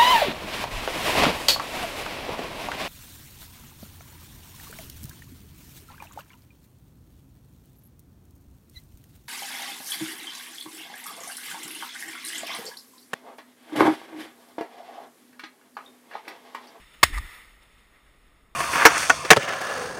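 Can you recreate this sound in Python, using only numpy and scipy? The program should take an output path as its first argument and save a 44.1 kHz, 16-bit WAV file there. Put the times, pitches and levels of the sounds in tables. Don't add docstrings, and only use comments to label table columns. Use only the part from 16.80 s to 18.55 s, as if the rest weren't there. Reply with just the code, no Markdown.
import sys
import numpy as np
from scipy.fft import rfft, irfft, next_fast_len
from scipy.io import wavfile
from scipy.ndimage import map_coordinates

SR = 44100
rng = np.random.default_rng(int(sys.argv[2]) if len(sys.argv) > 2 else 0)


def transcribe(u):
    v = np.clip(np.atleast_2d(u).T, -1, 1)
    q = np.round(v * 32767).astype(np.int16)
    wavfile.write(sys.argv[1], SR, q)


N = 77175
SHOT_S = .2295


def amp(db):
    return 10 ** (np.asarray(db) / 20)


def unit(x):
    return x / np.sqrt(np.mean(x ** 2) + 1e-20)


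def since(start):
    return np.maximum(np.arange(N) / SR - start, 0)


def filtered(x, response):
    size = next_fast_len(N + 8192)
    return irfft(rfft(x, size) * response(np.fft.rfftfreq(size, 1 / SR)), size)[:N]


def noise(colour):
    f, db = np.transpose(colour)
    white = rng.standard_normal(N)
    return unit(filtered(white, lambda hz: amp(np.interp(np.log(hz + 1), np.log(f), db))))


def envelope(start, rise, hold, fade):
    return np.minimum(since(start) / rise, 1) * np.exp(-np.log(1000) * since(start + rise + hold) / fade)


def burst(colour, start, shape):
    outline = envelope(start, *shape)
    return unit(outline * noise(colour)) * np.sqrt(np.mean(outline ** 2))


def wobble(rate):
    return map_coordinates(rng.standard_normal(int(N * rate / SR) + 4), [np.arange(N) * rate / SR])


# (f/Hz, level/dB)
GRASS_COLOUR = [(100, -3.5), (300, -5), (750, -6.5), (1300, -2.5), (1600, -5.5), (2000, -2.5), (2800, -0.5),
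                (3600, -6), (4600, -11), (7500, -14.5), (14000, -19)]
WIND_COLOUR = [(15, -8), (42, 2.5), (70, -8), (110, -21), (300, -29.5), (700, -41.5), (3000, -61.5)]
# (t/s, level/dB)
GRASS_LEVEL = [(0, -57.5), (.2, -60), (.75, -64.5), (1.15, -67.5), (1.45, -69), (1.75, -72.5)]
WIND_LEVEL = [(0, -55.5), (.18, -63), (0.699, -60.5), (1.05, -61), (1.4, -63.5), (1.469, -56),
              (1.54, -59.5), (1.67, -53), (1.75, -61)]
# (t/s, level/dB)
RUSTLES = [(0.133, -58.5), (0.821, -61), (0.981, -65.5)]
# (f/Hz, level/dB)
RUSH_COLOUR = [(40, -4.5), (150, 1), (320, 0.5), (700, -6.5), (1300, -7), (2000, -17), (4000, -27)]


def breeze(flutter_db=0.8, gust_db=1):
    grass_db = np.interp(since(0), *np.transpose(GRASS_LEVEL))
    wind_db = np.interp(since(0), *np.transpose(WIND_LEVEL))
    grass = amp(grass_db + flutter_db * wobble(25)) * noise(GRASS_COLOUR)
    rustles = sum(amp(db) * burst(GRASS_COLOUR, t, (.0018, .012, .1)) for t, db in RUSTLES)
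    wind = amp(wind_db + gust_db * wobble(7)) * noise(WIND_COLOUR)
    return grass + rustles + wind + amp(-66.5) * noise(RUSH_COLOUR)


# (delay/s, rise/s, hold/s, fade/s, level/dB)
NEAR_ECHOES = [(.011, 0.0018, .005, .07, -28.5), (0.015, .005, 0.0061, 0.32, -38.5)]
LAND_ECHOES = [(.1, 0.06, 0.16, 0.744, -50.5), (0.409, 0.16, 0.21, 2.4, -73.5)]
# (t/s, level/dB)
HILL_ECHOES = [(.96, -68.5), (1.113, -63), (1.24, -66)]
# (f/Hz, level/dB)
NEAR_COLOUR = [(100, -3.5), (300, -9.5), (600, -11), (1250, -1.5), (2050, 2.5), (3000, 0.5), (4600, -5.5),
               (7500, -9.5), (14000, -15)]
LAND_COLOUR = [(100, -5), (300, -9.5), (600, -8), (1250, -1.5), (1600, -2.5), (2050, 2), (3000, -3.5),
               (4600, -11.5), (7500, -15), (14000, -15)]
HILL_COLOUR = [(150, 4), (600, -3.5), (1200, -4), (2200, -2.5), (4000, -20), (10000, -27)]


def echoes():
    near = sum(amp(db) * burst(NEAR_COLOUR, SHOT_S + delay, shape) for delay, *shape, db in NEAR_ECHOES)
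    land = sum(amp(db) * burst(LAND_COLOUR, SHOT_S + delay, shape) for delay, *shape, db in LAND_ECHOES)
    hills = sum(amp(db) * burst(HILL_COLOUR, t, (.022, .025, .23)) for t, db in HILL_ECHOES)
    return near + land + hills


# (t/s, rise/s, hold/s, fade/s, level/dB)
SLIDES = [(0.316, .024, .03, .12, -41)]
# (t/s, level/dB)
CLACKS = [(.3412, -41.5), (.375, -35), (.3815, -32)]
# (f/Hz, level/dB)
SLIDE_COLOUR = [(100, -4), (300, -11), (600, -15.5), (1150, -4.5), (1500, -6), (1950, 3.5), (2400, -2),
                (3200, -11), (4500, -17.5), (8500, -18), (14000, -21.5)]
CLACK_COLOUR = [(200, -30), (780, -17), (1060, 2), (1200, -0.5), (1500, -11.5), (2100, -11.5), (3000, -20),
                (5400, -19), (10000, -26), (15000, -28)]


def bolt():
    slide = sum(amp(db) * burst(SLIDE_COLOUR, t, shape) for t, *shape, db in SLIDES)
    clacks = sum(amp(db) * burst(CLACK_COLOUR, t, (.001, .0013, .029)) for t, db in CLACKS)
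    return slide + clacks


# (t/s, f/Hz, glide/(Hz per s), rise/s, hold/s, fade/s, level/dB)
SWINGS = [(0.232, 100.5, -1400, .005, .006, 0.11, -27), (0.267, 50.35, -10, .01, .01, 0.077, -33.5),
          (0.31, 23.8, 394, 0.027, 0.063, 0.044, -25.5), (0.421, 37.7, 0, .01, 0.029, 0.089, -37)]
# (f/Hz, level/dB)
RUMBLE_COLOUR = [(20, 0), (60, 7), (110, -8), (170, -14), (290, -15.5), (500, -26), (2000, -61.5)]


def recoil(knock_s=.286, knock_hz=283.6):
    swings = sum(amp(db) * envelope(t, *shape)
                 * np.sin(2 * np.pi * (hz + glide * since(t) / 2) * since(t))
                 for t, hz, glide, *shape, db in SWINGS)
    rough_tone = np.sin(2 * np.pi * knock_hz * since(knock_s) + wobble(118.8))
    knock = amp(-47) * envelope(knock_s, .0079, .016, .088) * rough_tone
    rumble = amp(-43) * burst(RUMBLE_COLOUR, SHOT_S, (.06, .14, .22))
    return swings + knock + rumble


# (f/Hz, level/dB, fade/s)
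HOUSING_TONES = [(619.5, -11, 0.022), (867, -10, 0.033), (1098, -4, 0.04), (1827.3, -7.5, 0.057),
                 (2212, -8, 0.044), (2380, -15, 0.013), (3060, -11, .03), (4510, -14, 0.017),
                 (6620, -15, 0.055)]
# (f/Hz, level/dB)
BOOM_COLOUR = [(40, -12.5), (90, -10.5), (170, -15), (300, -6.5), (650, 0), (1100, -0.5), (1500, -9),
               (3000, -23), (16000, -46.5)]
CRACK_COLOUR = [(200, -20.5), (1000, -7), (1900, 0.5), (2900, -5.5), (4500, -3.5), (7500, -8), (10000, -12),
                (16000, -15.5)]


def blast(boom_shape=(.0036, .005, .0025), push_s=.00013, push_delay_s=.0032):
    t = since(SHOT_S)
    tones = sum(amp(db - 60 * t / fade) * np.sin(2 * np.pi * hz * t) for hz, db, fade in HOUSING_TONES)
    ring = amp(5) * tones * envelope(SHOT_S, *boom_shape)
    age = since(SHOT_S + push_delay_s) / push_s
    push = amp(-7.5) * (age > 0) * (1 - age) * np.exp(-age)
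    boom = amp(-10) * burst(BOOM_COLOUR, SHOT_S, boom_shape)
    crack = amp(-4.5) * burst(CRACK_COLOUR, SHOT_S, (.0051, .004, .016))
    return push + ring + boom + crack


# (f/Hz, width/Hz, level/dB)
OPENING_PEAKS = [(1250, 170, 5.5), (1880, 170, 8.5), (2101, 160, 4.5), (3587, 170, 8), (5350, 100, 7.5),
                 (6650, 120, 7), (8460, 220, 8.5), (10033, 340, 10.5), (14066, 340, 9.5)]


def mic_opening(f):
    peaks = [1 + (amp(db) - 1) * 1j * f * width / (hz * hz - f * f + 1j * f * width)
             for hz, width, db in OPENING_PEAKS]
    return np.prod(peaks, axis=0)


def scene():
    return (blast() + filtered(echoes() + bolt() + recoil() + breeze(), mic_opening))[None]


# (f/Hz, width/Hz, depth/dB)
MIC_DIPS = [(162.1, 19, 1.5), (6010, 310, 17), (12010, 700, 27)]


def record(dry, ceiling=.72, hardness=5, top_hz=15400):
    squashed = dry[0] / (1 + np.abs(dry[0] / ceiling) ** hardness) ** (1 / hardness)
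    dips = lambda f: amp(-sum(db * np.exp(-((f - hz) / width) ** 2) for hz, width, db in MIC_DIPS))
    return filtered(squashed, lambda f: dips(f) * (f < top_hz))[None]


dry = scene()
out = record(dry)
transcribe(out)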